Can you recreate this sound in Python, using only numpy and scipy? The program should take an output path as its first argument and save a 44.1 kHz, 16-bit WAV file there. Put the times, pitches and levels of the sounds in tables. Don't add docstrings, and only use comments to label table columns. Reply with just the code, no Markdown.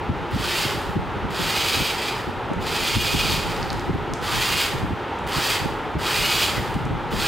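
import sys
import numpy as np
from scipy import signal
from scipy.fft import rfft, irfft
from scipy.io import wavfile
from scipy.ndimage import uniform_filter1d

SR = 44100
rng = np.random.default_rng(int(sys.argv[2]) if len(sys.argv) > 2 else 0)


def transcribe(u):
    v = np.clip(np.atleast_2d(u).T, -1, 1)
    q = np.round(v * 32767).astype(np.int16)
    wavfile.write(sys.argv[1], SR, q)


N = 320607
T = np.arange(N) / SR


def undb(db):
    return 10 ** (np.asarray(db) / 20)


def unit(x):
    return x / np.sqrt(np.mean(x ** 2))


def noise():
    return rng.standard_normal(N)


def curves(table):
    time_s, *columns = np.transpose(table)
    return [np.interp(T, time_s, column) for column in columns]


def colour(x, points):
    point_hz, point_db = np.transpose(points)
    bin_hz = np.maximum(np.fft.rfftfreq(N, 1 / SR), 1)
    gain = undb(np.interp(np.log(bin_hz), np.log(point_hz), point_db))
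    return unit(irfft(rfft(x) * gain, N))


def resonate(x, hz, width_hz):
    b, a = signal.iirpeak(min(hz, SR / 2 - 1), hz / width_hz, fs=SR)
    return signal.lfilter(b, a, x)


def resonate_twice(x, hz, width_hz):
    return resonate(resonate(x, hz, width_hz), hz, width_hz)


def lowpass(x, order, hz):
    return signal.sosfilt(signal.butter(order, hz, fs=SR, output="sos"), x)


def highpass(x, order, hz):
    return signal.sosfilt(signal.butter(order, hz, "high", fs=SR, output="sos"), x)


def lag(x, seconds):
    k = 1 - np.exp(-1 / (seconds * SR))
    return signal.lfilter([k], [1, k - 1], x)


def walk(steps_per_s):
    k = int(SR / steps_per_s)
    steps = np.repeat(rng.standard_normal(N // k + 1), k)
    return unit(uniform_filter1d(uniform_filter1d(steps, k), k)[:N])


def stereo(mid, side):
    return np.array([mid + side, mid - side])


def rush():
    # hz, level_db per Hz (before the high-pass)
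    air_spectrum = [(18, -34), (30, 12), (124, -8.5), (393, -10), (425, -6.5), (460, -11.5), (582, -12),
                    (647, -15), (841, -8.5), (1150, -14.5), (1350, -12), (1460, -16), (3380, -25.5),
                    (5010, -38.5), (15900, -67)]
    # hz, width_hz, level_db
    air_peaks = [(353, 30, -40.5), (418, 163, -38.5), (801, 54, -40), (845, 27, -43), (913, 66, -39.5),
                 (1270, 180, -43.5)]
    air = unit(highpass(colour(noise(), air_spectrum), 2, 240))
    peaks = 0
    for hz, width_hz, db in air_peaks:
        peaks = peaks + undb(db) * unit(resonate_twice(noise(), hz, 1.7 * width_hz))
    return undb(-31.0) * air + undb(-1.5) * peaks


def fan(side_db=-16.0, hum_db=-39.5):
    mid = rush() * undb(.5 * walk(7.1))
    hum = undb(hum_db) * unit(resonate(noise(), hz=94, width_hz=36))
    return stereo(mid, undb(side_db) * rush()) + hum


def eddies(cycles=1.0, scatter_s=0.00878, rise_s=.013):
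    # start_s, level_db, centre_hz
    buffets = [(0.092, -15, 121), (0.338, -18, 123), (0.392, -21.5, 130), (0.648, -23.5, 156),
               (0.885, -25.5, 123), (0.96, -17.5, 153), (1.156, -26, 183), (1.24, -25, 120.8),
               (1.394, -24.5, 238), (1.764, -24, 122), (1.799, -22, 139), (2.273, -24, 155),
               (2.503, -20, 250), (2.965, -15, 121), (3.139, -20, 140.7), (3.239, -21, 133),
               (3.329, -22.5, 120.7), (3.885, -17.5, 167), (3.939, -19, 156), (4.113, -25, 146),
               (4.738, -23.5, 151.4), (4.821, -20, 121.2), (4.909, -20, 124.4), (5.372, -20, 143),
               (5.647, -20, 170.5), (5.952, -19, 137.3), (6.576, -22, 134.7), (6.751, -19, 124),
               (6.849, -24, 126), (6.899, -19, 130), (7.122, -21, 156.1)]
    swings = [(.4, 0.37), (.6, 0.51), (.85, 1), (1.2, 0.76), (1.6, 0.79), (2.1, 1)]
    out = np.zeros(N + SR)
    t = np.arange(-SR // 12, SR // 12) / SR
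    for start_s, db, hz in buffets:
        thump = 0
        for ratio, gain in swings:
            age_cycles = (t - scatter_s * rng.standard_normal()) * hz * ratio
            swing = np.cos(2 * np.pi * (age_cycles + rng.random()))
            thump = thump + gain * np.exp(-(age_cycles / cycles) ** 2) * swing
        i = max(int((start_s + rise_s + t[0]) * SR), 0)
        out[i:i + len(t)] += undb(db) * thump / np.abs(thump).max()
    return out[:N]


def draught(gust_db=-3.5, buffet_db=3.5, gust_side_db=-3, buffet_side_db=2, wander_db=3.5):
    # time_s, level_db
    wind = [(0, -35), (1.28, -31.5), (1.52, -37.5), (1.8, -38), (2.05, -41), (2.38, -43), (2.6, -32.5),
            (2.85, -35), (3.2, -25.5), (3.6, -32), (3.92, -31.5), (4.25, -36.5), (4.85, -31), (5.1, -42),
            (5.35, -33), (6.5, -37), (6.88, -28), (7.27, -34)]
    # hz, level_db per Hz
    large_spectrum = [(18, -72), (30, 2.5), (55, -2.5), (110, -1.5), (170, -2), (260, -12.5), (400, -21),
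                      (800, -69.5)]
    small_spectrum = [(25, -2), (70, 15.5), (140, 20.0), (260, 12.5), (380, 9.5), (700, -78)]
    (wind_db,) = curves(wind)
    gust = undb(wind_db + gust_db + wander_db * walk(25))
    large = colour(noise(), large_spectrum)
    small = colour(noise(), small_spectrum)
    mid = gust * large + undb(buffet_db) * eddies()
    side = undb(gust_side_db) * gust * small + undb(buffet_side_db) * highpass(eddies(), 1, 120)
    return stereo(mid, side)


def drive(unload_s=0.067, head_start_s=.034):
    # start_s, held_s, full_shaft_hz, spin_up_s (time constant),
    # coast_s (from full speed), level_db, load_groan_db, brush_spark_db
    runs = [(.305, .325, 181, .11, .52, -0.15, -1.5, 0.5), (1.303, 0.57, 179, .077, .38, -1, 0, -.6),
            (1.98, .11, 178.8, 0.079, 0.39, -4, -1, -3.5), (2.603, .735, 173.7, 0.069, .95, -2, -2.2, -0.9),
            (4.212, 0.43, 173.1, 0.076, 0.26, -1.2, 1.5, 0.9),
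            (5.264, .27, 177, .088, 0.22, 0.64, 0.9, 1.5), (5.986, .467, 176.6, .062, .55, 0, .5, .5),
            (7.106, 0.29, 175.7, 0.08, 0.28, 1.5, 0, 1)]
    gear_law = (-25, 50, -8.5, 0)
    brush_law = (-32, 52.5, -9.5, -8)
    groan_law = (-30.5, 38, -1, 14.5)
    pace, full_hz, level_db, load_db, spark_db, coasting = np.zeros((6, N))
    for start_s, held_s, hz, spin_s, coast_s, db, load, spark in runs:
        i = int(start_s * SR)
        age_s = T[i:] - T[i]
        pushed_s = np.minimum(age_s, held_s)
        let_go_s = np.maximum(age_s - held_s, 0)
        rise = 1 - (1 - pace[i]) * np.exp(-(pushed_s + head_start_s) / spin_s)
        pace[i:] = rise * np.maximum(1 - let_go_s / coast_s, 0)
        coasting[i:] = 1 - np.exp(-let_go_s / unload_s)
        full_hz[i:], level_db[i:], load_db[i:], spark_db[i:] = hz, db, load, spark
    pace = np.maximum(pace, .01)
    strain = (1 - pace) * (1 - coasting)

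    def law_db(law):
        full_db, growth_db, coasting_db, strain_db = law
        return level_db + full_db + growth_db * np.log10(pace) + coasting_db * coasting + strain_db * strain

    speed_hz = np.maximum(pace * full_hz, 10)
    return speed_hz, law_db(gear_law), law_db(brush_law) + spark_db, law_db(groan_law) + load_db


def impacts(cycles, slack_cycles, scatter_db):
    beats = np.arange(np.ceil(cycles[-1]))
    timing, strength = rng.standard_normal((2, len(beats)))
    at = np.interp(beats + slack_cycles * timing, cycles, np.arange(N))
    size = undb(scatter_db * np.clip(strength, -2, 2))
    i, late = at.astype(int), at % 1
    first = np.bincount(i, size * (1 - late), N + 1)
    second = np.bincount(i + 1, size * late, N + 1)
    return (first + second)[:N]


def gears(speed_hz, wobble=.009, backlash=0.11, loose_db=2, runout=0.22, pinion_teeth=8):
    # speed ratio to the first motor, level_db
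    motors = [(1, 9.5), (1.018, -13), (.875, 8.5), (.975, -2), (0.84, -3), (.83, -2)]
    mesh, clatter = 0, 0
    for ratio, db in motors:
        turns = np.cumsum(speed_hz * ratio * (1 + wobble * walk(30))) / SR
        press = undb(db) * (1 + runout * np.sin(2 * np.pi * turns))
        mesh = mesh + press * impacts(pinion_teeth * turns, backlash, scatter_db=2.5)
        clatter = clatter + press * impacts(pinion_teeth * turns, slack_cycles=2, scatter_db=5.5)
    teeth = highpass(unit(mesh) + undb(loose_db) * unit(clatter), 2, 400)
    return unit(teeth / np.sqrt(np.maximum(speed_hz / speed_hz.max(), .25)))


def whine(speed_hz, order, width_hz):
    phase = 2 * np.pi * order * np.cumsum(speed_hz) / SR
    return walk(width_hz) * np.cos(phase) + walk(width_hz) * np.sin(phase)


def gear_rattle(teeth, speed_hz, flat_out, box_db=1.26):
    # hz, width_hz, level_db
    resonances = [(2493, 220, 0.5), (3006, 145, 1.5), (3237, 364, 0.5), (3970, 330, -0.5), (4305, 395, -1),
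                  (4896, 470, -1.5), (6940, 2060, -16)]
    mesh_lines = [(14.25, 75, -10.5), (16.4, 100, -7), (18.7, 110, -18)]
    box, sign = 0, 1
    for hz, width_hz, db in resonances:
        box = box + sign * undb(db) * resonate(teeth, hz, width_hz)
        sign = -sign
    mesh_whine = sum(undb(db) * whine(speed_hz, order, width_hz) for order, width_hz, db in mesh_lines)
    return undb(box_db) * unit(box) + flat_out * mesh_whine


def load_groan(speed_hz, teeth_db=0.5, labour_db=-4.5, lag_s=.06):
    # hz, level_db per Hz
    groan_spectrum = [(500, -7), (900, 3.5), (1250, 7), (1600, 4), (2000, 5.5), (2400, -8.5), (2900, 3),
                      (4500, -15)]
    labour = undb(labour_db) * whine(lag(speed_hz, lag_s), order=13, width_hz=260)
    return undb(teeth_db) * colour(gears(speed_hz, loose_db=11.0), groan_spectrum) + labour


def brush_noise(teeth, speed_hz, flat_out, hiss_db=2.0, commutations=6):
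    # hz, level_db per Hz
    hiss_spectrum = [(3000, -27), (5000, 4), (6000, 0), (7200, -0.5), (8500, -0.5), (9700, -2.5),
                     (11000, -7), (12700, -5), (14000, -4), (15500, -3.5)]
    whistle_lines = [(11, -15.5), (12, -13), (13, -18), (14, -17)]
    sparks = unit(teeth) + undb(11) * noise()
    whistle = sum(undb(db) * whine(speed_hz, commutations * k, width_hz=90) for k, db in whistle_lines)
    return undb(hiss_db) * colour(sparks, hiss_spectrum) + flat_out * whistle


def car():
    speed_hz, gear_db, brush_db, groan_db = drive()
    flat_out = (speed_hz / speed_hz.max()) ** 4
    teeth = gears(speed_hz)
    rattle = undb(gear_db) * gear_rattle(teeth, speed_hz, flat_out)
    groan = undb(groan_db) * load_groan(speed_hz)
    brushes = undb(brush_db) * brush_noise(teeth, speed_hz, flat_out)
    waver = undb(1.3 * walk(75))
    return waver * (rattle + groan + brushes)


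def ticks(crack=.045, gain_db=1):
    # start_s, level_db, centre_hz, width_hz (of each of two passes)
    snaps = [(2.5349, -29, 6820, 4500), (3.565, -21, 4520, 2000), (3.629, -17, 4750, 1400),
             (3.7035, -13, 4370, 1600), (3.73, -18, 6010, 6010), (3.796, -19.5, 4460, 3520),
             (4.1366, -13, 5600, 4850), (5.189, -30, 7030, 5000), (6.743, -23, 7080, 6000),
             (6.854, -25.5, 6140, 6040)]
    out, push = np.zeros(N), signal.unit_impulse(512)
    for start_s, db, hz, width_hz in snaps:
        ring = resonate_twice(push, hz, width_hz)
        i = int(start_s * SR)
        out[i:i + len(push)] += undb(db + gain_db) * (ring / np.abs(ring).max() + crack * push)
    return out


def servo(hz=608):
    # time_s, level_db
    servo_level = [(5.8, -80), (5.95, -43), (6.55, -41.5), (6.7, -78)]
    (level_db,) = curves(servo_level)
    cycles = np.cumsum(hz * (1 + 0.0089 * walk(20))) / SR
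    return undb(level_db + 2 * walk(15)) * unit(np.sin(2 * np.pi * cycles))


def room(x, t60_s=0.59, direct_db=-2.27, wet_db=-5, side_db=-10.0, pan_db=-1.0, count=6):
    t = T[:SR // 2]
    mid, side = 0, 0
    place = T / .03
    for k in range(count):
        share = np.maximum(1 - np.abs((place - k + 1) % count - 1), 0)
        tails = rng.standard_normal((2, len(t))) * undb(-60 * t / t60_s) * (t > .004)
        near, far = (signal.oaconvolve(x * share, h / np.linalg.norm(h))[:N] for h in tails)
        mid, side = mid + near, side + far
    mid = undb(direct_db) * x + undb(wet_db) * lowpass(mid, 1, 15000)
    side = undb(wet_db + side_db) * lowpass(side, 3, 6500)
    pan = undb(np.array([[pan_db], [-pan_db]]) / 2)
    return stereo(mid, side) * pan


def scene(hiss_db=-66, gain_db=0.31):
    background = fan() + draught() + undb(hiss_db) * noise()
    return undb(gain_db) * (background + room(car() + ticks() + servo()))


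def record(dry, duck_db=-20, duck_s=0.015, top_hz=15750):
    bass = lowpass(dry.mean(axis=0), 2, 300)
    ducked = dry / np.sqrt(1 + lag(bass ** 2, duck_s) / undb(duck_db) ** 2)
    top_cut = signal.ellip(10, .2, 70, top_hz, fs=SR, output="sos")
    return signal.sosfilt(top_cut, highpass(ducked, 2, 20))


dry = scene()
out = record(dry)
transcribe(out)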